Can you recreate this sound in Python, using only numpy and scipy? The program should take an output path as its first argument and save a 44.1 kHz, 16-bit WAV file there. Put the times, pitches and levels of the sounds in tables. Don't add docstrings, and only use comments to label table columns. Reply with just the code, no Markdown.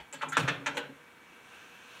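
import sys
import numpy as np
from scipy import signal
from scipy.io import wavfile

SR = 44100
rng = np.random.default_rng(int(sys.argv[2]) if len(sys.argv) > 2 else 0)


def unload_audio(sound):
    columns = np.transpose(np.atleast_2d(sound))
    steps = np.round(np.clip(columns, -1, 1) * 32767)
    wavfile.write(sys.argv[1], SR, steps.astype(np.int16))


def how_loud(loudness_db):
    steps = np.asarray(loudness_db, float) / 20
    return 10 ** steps


N = 88200


def rms_one(x):
    return x / np.sqrt(np.mean(x ** 2) + 1e-20)


def at_hz(points, hz):
    table_hz, values = np.array(points).T
    return np.interp(np.log(hz), np.log(table_hz), values)


def drift(rate_hz):
    step = 40
    r = np.exp(-2 * np.pi * rate_hz * step / SR)
    white = rng.standard_normal(N // step + 2002)
    slow = signal.lfilter([1], [1, -2 * r, r * r], white)[2000:]
    return np.interp(np.arange(N) / step, np.arange(len(slow)), rms_one(slow))


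def resonance(x, hz, width_hz):
    r = np.exp(-np.pi * width_hz / SR)
    poles = [1, -2 * r * np.cos(2 * np.pi * hz / SR), r * r]
    return signal.lfilter([(1 - r * r) / 2, 0, (r * r - 1) / 2], poles, x)


def bands(size):
    edges = 22 * 2 ** np.arange(0, 9.7, 1 / 3)
    white = rng.standard_normal((2, size))
    out = []
    for k, (low, high) in enumerate(zip(edges, edges[1:])):
        band_filter = signal.butter(2, [low, high], "band", fs=SR, output="sos")
        out.append((np.sqrt(low * high), signal.sosfilt(band_filter, white[k % 2])))
    return out


def coloured(spectrum, patchy_db):
    return rms_one(sum(how_loud(at_hz(spectrum, hz) + patchy_db * drift(10)) * band for hz, band in bands(N)))


# start in seconds, chatter length in seconds, level in dB, colour in Hz, width in Hz.
KNOCKS = [(.000, 0.0032, -47.5, 630, 1470), (.002, 0.0074, -43.5, 2700, 1960),
          (.130, 0.021, -50, 690, 886), (.3696, 0.019, -32, 510, 253), (.127, 0.053, -40, 1810, 3500),
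          (.212, .012, -33.5, 1480, 910), (.218, 0.031, -35, 1350, 400),
          (.2185, 0.015, -32, 2600, 900), (.226, 0.01, -29, 970, 219),
          (.3218, 0.014, -29.5, 1590, 380), (.322, 0.11, -31.5, 3300, 1170),
          (.338, 0.019, -30, 1810, 402),
          (0.3689, 0.00029, -17.5, 1276, 540), (.373, 0.014, -23.5, 1630, 1700),
                 (0.369, 0.0097, -21.5, 3030, 2700), (0.394, 0.017, -25.5, 2960, 2500),
                 (.432, 0.0074, -34.5, 1400, 1980), (0.4775, 0.012, -22, 1440, 1070),
                 (.483, 0.0097, -26, 1300, 1200), (.483, 0.011, -25.5, 2450, 990),
                 (.224, 0.012, -44, 545, 230), (0.6, 0.025, -62, 5200, 2600),
                 (0.491, 0.0062, -22.5, 3200, 1070), (0.664, 0.033, -36, 770, 630),
                 (.6608, 0.038, -26.5, 1480, 2000), (0.757, 0.061, -39, 370, 530),
                 (.769, 0.021, -29.5, 1400, 2250), (.771, 0.0049, -30.5, 3130, 1700),
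                 (0.827, 0.016, -49, 1000, 1600), (.3695, 0.024, -36, 430, 280),
                 (.372, 0.055, -40, 770, 330), (.479, 0.019, -32, 560, 430), (.479, 0.015, -25, 3600, 1300),
                 (.661, .03, -33, 3700, 1000)]
# start in seconds, chatter length in seconds,
# level in dB, colour in Hz, width in Hz.
SPRING_TICKS = [(.1262, 0.014, -34, 7440, 1340), (.135, 0.0074, -52, 12400, 5840),
                (.180, 0.083, -45, 4400, 300), (.215, .025, -45, 6400, 2490),
                (.286, 0.01, -35.5, 7300, 1400), (.292, 0.011, -49.5, 10900, 1500),
                (.320, 0.01, -39.5, 6370, 2000), (.325, 0.0087, -50, 11500, 4000),
                (.3692, 0.0087, -24.5, 6800, 2400), (.370, .030, -58, 12500, 6000),
                (.392, 0.016, -33, 7160, 3920), (.4775, 0.015, -29.5, 6060, 1790),
                (.661, 0.0064, -36.5, 6200, 1480), (.665, 0.027, -40.5, 7400, 2460),
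                (.746, 0.04, -45.5, 6740, 2000), (.769, 0.018, -37, 6230, 3520),
                (.769, 0.0092, -46.5, 12100, 6720)]
# frequency in Hz, level in dB, decay time T60 in seconds.
CABINET_MODES = [(477, 20.5, 0.05), (557, 17, 0.13), (837, 16, 0.05), (970, 7.5, 0.057), (1100, -3, 0.059),
                 (1202, 8, 0.1), (1300, 7, 0.14), (1344, 8.5, 0.07), (1485, 9, 0.09), (1593, 2.5, 0.097),
                 (1793, -13, 0.2), (2400, 8, 0.06), (2600, 2, 0.052)]


def contacts(rows):
    chatter_per_s, chatter_spread_db = 5000, 2.8
    cabinet_db, damping = -22, 0.45
    size = 6144
    out = np.zeros((3, N + SR))
    t = np.arange(size) / SR
    for k, (s, length, db, hz, width_hz) in enumerate(rows):
        chance = rng.random(size)
        sizes = np.minimum(rng.exponential(1, size), 4)
        shares_db = rng.normal(0, 2.3, len(CABINET_MODES))

        signs = np.sign(chance * 1e6 % 2 - 1)
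        clicks = (chance < chatter_per_s / SR) * how_loud(chatter_spread_db * sizes) * signs
        clicks = clicks * np.interp(t / length, [0, 0.32, 0.7, 1], [0.93, 0.76, 0.26, 0.0017]) + 1e-18
        clicks[0] = -np.sqrt(0.001 / max(length, 0.001))

        part = resonance(resonance(clicks, hz, 1.34 * width_hz), hz, 1.34 * width_hz)
        top_hz = min(hz + 1.64 * width_hz, 19000)
        part = signal.sosfilt(signal.butter(2, top_hz, fs=SR, output="sos"), part)
        part = 5 * part / np.sqrt(np.sum(part ** 2))

        shell = np.zeros(size)
        for (mode_hz, mode_db, t60), share_db in zip(CABINET_MODES, shares_db):
            if mode_hz < hz + width_hz and hz < 4000:
                ring = resonance(part, mode_hz, 2.2 / (t60 * damping))
                shell += how_loud(cabinet_db + mode_db + share_db) * ring * np.sqrt(width_hz * t60)
        i = int(s * SR)
        out[k % 3, i:i + size] += how_loud(db) * (part + shell)
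    return out[:, :N]


# start in seconds, peak level in dB, colour in Hz.
SHARP_SNAPS = [(0.2113, -32.5, 1490), (0.223, -27, 2600), (.2294, -24, 1100), (0.235, -26.5, 1230),
               (0.3734, -12.5, 1410), (.3762, -24, 3740), (0.3775, -30, 6930), (0.3822, -17, 2000),
               (0.393, -31, 4000), (0.3974, -27, 6600), (.4012, -28, 3500), (.4035, -44, 7500),
               (.4085, -34, 6500), (.4135, -43, 7450), (0.3198, -39, 7300), (.4772, -23, 1700),
               (.4836, -19, 1600), (.4855, -11, 1500), (.4883, -11, 1500), (.4937, -20, 2000),
               (0.661, -19.5, 1670), (0.6646, -23, 1830), (0.6653, -22.5, 6200), (.6668, -48, 9350),
               (0.6681, -18.5, 2520), (0.6703, -22.5, 1600), (0.6823, -27, 2200), (0.6863, -26, 1810),
               (.7020, -50, 6300), (0.287, -44, 7700), (0.298, -42, 7500), (.7795, -26, 2520)]


def snaps():
    out = np.zeros(N)
    click = np.eye(1, 512)[0]
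    for s, db, hz in SHARP_SNAPS:
        width_hz = min(0.76 * hz, 2000)
        pulse = resonance(resonance(click, hz, width_hz), hz, width_hz)
        i = int(s * SR)
        out[i:i + len(click)] += how_loud(db) * pulse / np.max(np.abs(pulse))
    return out


# start in seconds, frequency in Hz, level in dB,
# rise in seconds, decay time T60 in seconds.
PANEL_BOOMS = [(0.232, 263.4, -44.5, 0.0089, 0.5), (0.234, 149.8, -42, 0.059, 0.59),
               (0.371, 272.6, -25.5, 0.0061, 0.23), (.384, 160.8, -20, 0.0053, 0.21),
               (0.409, 133.7, -25, 0.014, 0.46), (0.48, 285.2, -34.5, 0.0013, 0.53),
               (0.501, 161.8, -34, 0.0042, 0.31), (0.542, 260, -69, 0.025, 0.27),
               (0.595, 283.4, -41, 0.011, 0.42), (0.633, 134.5, -51, 0.011, 0.62),
               (.670, 278.8, -37.5, 0.0073, 0.49), (0.679, 151, -44, 0.045, 0.39),
               (0.779, 289, -36, 0.0068, 0.16), (0.825, 144.3, -45.5, 0.0092, 0.35),
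               (0.888, 274.7, -44.5, 0.0038, 0.21), (0.389, 94, -39, 0.014, 0.29),
               (0, 63, -49.5, 0.0022, 0.11), (0, 154, -48.5, 0.0018, 0.087), (.525, 53, -48, .015, 0.14),
               (.14, 270.5, -44.5, 0.025, 0.18), (0.141, 152, -54.5, 0.019, 0.32)]


def booms():
    thud_db, thud_hz, thud_width_hz = -12, 228, 270
    out, t = np.zeros(N), np.arange(N) / SR
    thud = rms_one(resonance(rng.standard_normal(N), thud_hz, thud_width_hz))
    waver = how_loud(3.0 * drift(31.5))
    wander_s = 0.025 * np.cumsum(drift(26)) / SR
    for s, hz, db, rise, t60 in PANEL_BOOMS:
        u = np.maximum(t - s, 0)
        envelope = how_loud(db - 60 * u / t60) * (1 - np.exp(-u / rise))
        tone = waver * np.sin(2 * np.pi * hz * (u + wander_s))
        out += envelope * (tone + how_loud(thud_db) * thud)
    return out


# time in seconds, level in dB.
SWING_LEVEL = [(.95, -65.5), (1.2, -72), (1.26, -63), (1.42, -61), (1.54, -56), (1.7, -58), (1.85, -57.5),
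               (1.95, -54.5), (2.0, -54.5)]
# frequency in Hz, level in dB per Hz.
RUB_SPECTRUM = [(250, -33), (500, -2.5), (1000, 1.5), (1600, 0), (2000, -4.5), (2700, 1.5), (6000, -8.5),
                (12000, -22)]
# frequency in Hz, width in Hz, level in dB.
RUB_RESONANCES = [(1060, 23.5, -8), (1360, 34, -1), (1590, 170, 1.5), (2600, 260, -0.5), (6000, 180, -4)]


def hinge_rub():
    rub = coloured(RUB_SPECTRUM, patchy_db=1.0)
    rings = rms_one(sum(how_loud(db) * resonance(rub, hz, width_hz) for hz, width_hz, db in RUB_RESONANCES))
    level_db = np.interp(np.arange(N) / SR, *np.transpose(SWING_LEVEL), left=-90)
    hiss = how_loud(0.52 * (level_db + 44)) * rub
    return how_loud(level_db) * rms_one(hiss + how_loud(-8.5) * rings)


# start in seconds, length in seconds, start, middle and end pitch in Hz.
HINGE_SQUEAKS = [
    (1.437, 0.07, 7200, 9000, 10500),
    (1.515, 0.085, 8500, 9250, 8500),
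    (1.73, .075, 11500, 11450, 11350),
    (1.885, 0.035, 10500, 10900, 11300),
    (1.93, .06, 9300, 9650, 9200),
    (1.945, .02, 7300, 7800, 8300),
]


def hinge_squeaks():
    out, t = np.zeros(N), np.arange(N) / SR
    for s, length, start_hz, middle_hz, end_hz in HINGE_SQUEAKS:
        u = np.clip((t - s) / length, 0, 1)
        glide = np.polyfit([0, 0.5, 1], [start_hz, middle_hz, end_hz], 2)
        hz = np.polyval(glide, u) * (1 + 0.003 * drift(60))
        swell = np.sqrt(np.sin(np.pi * u) + 1e-9) * (u < 1) * (u > 0)
        out += how_loud(-74 + 1.5 * drift(40)) * swell * np.sin(2 * np.pi * np.cumsum(hz) / SR)
    return out


# frequency in Hz, decay time T60 in seconds.
ROOM_T60 = [(150, 0.29), (500, 0.46), (1500, 0.32), (3500, 0.33), (7000, 0.18), (11000, 0.11)]


def kitchen(x):
    room_db, build_s = 2.5, 0.0045
    near_db, near_s, near_edge_s = 8.0, 0.014, 0.004
    t = np.arange(SR // 2) / SR
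    near = how_loud(near_db * (1 - np.tanh((t - near_s) / near_edge_s)) / 2)
    shape = (1 - np.exp(-(t / build_s) ** 2)) * near
    tail = np.zeros(len(t))
    for hz, band in bands(len(t)):
        decay = how_loud(-60 * t / at_hz(ROOM_T60, hz))
        tail += np.sqrt(hz) * rms_one(band * shape * decay)
    return how_loud(room_db) * signal.fftconvolve(x, tail / np.sqrt(np.sum(tail ** 2)))[:N]


# frequency in Hz, level in dB per Hz.
AIR_SPECTRUM = [(25, -21), (100, -8.5), (250, -3.5), (600, -9.5), (1500, -5.5), (2400, -9.5), (4500, -19.5),
                (16000, -31.5)]
# frequency in Hz, level in dB.
APPLIANCE_TONES = [(1010, -76.5), (482, -68), (950, -72.5), (1556, -67.5), (2279, -65)]


def air():
    t = np.arange(N) / SR
    out = how_loud(-57.5) * coloured(AIR_SPECTRUM, patchy_db=0.6)
    for hz, db in APPLIANCE_TONES:
        level = how_loud(db + 1.0 + 1.0 * drift(13.0))
        out += level * np.sin(2 * np.pi * hz * t + rng.uniform(0, 16.6))
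    return out


# frequency in Hz, width in Hz, level in dB.
MIC_DIPS = [(4796, 1300, -7.5)]


def scene():
    sharp = snaps()
    spots = contacts(KNOCKS) + contacts(SPRING_TICKS)
    hits = sharp
    for spot in spots:
        hits = hits + spot + kitchen(spot + how_loud(-8) * sharp)
    hits = signal.sosfilt(signal.butter(2, 112, "high", fs=SR, output="sos"), hits)
    sound = hits + booms() + hinge_rub() + hinge_squeaks() + air()
    for hz, width_hz, db in MIC_DIPS:
        sound = sound - (1 - how_loud(db)) * resonance(sound, hz, width_hz)
    return sound[None]


def roll_off(x):
    return signal.sosfilt(signal.butter(12, 16580, fs=SR, output="sos"), x)


def record(dry):
    duck_from_db, duck_share, attack_s, release_db_per_s = -22, 0.52, 0.014, 59
    dry = signal.sosfilt(signal.butter(2, 45, "high", fs=SR, output="sos"), dry)
    over_db = np.maximum(20 * np.log10(np.abs(dry[0]) + 1e-9) - duck_from_db, 0)
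    ramp = release_db_per_s * np.arange(N) / SR
    held_db = np.maximum.accumulate(over_db + ramp) - ramp
    r = np.exp(-1 / (attack_s * SR))
    mix = dry * how_loud(-duck_share * signal.lfilter([1 - r], [1, -r], held_db))
    mix = signal.sosfilt(signal.cheby2(14, 60, 16500, fs=SR, output="sos"), mix)
    return roll_off(mix)


dry = scene()
out = record(dry)
unload_audio(out)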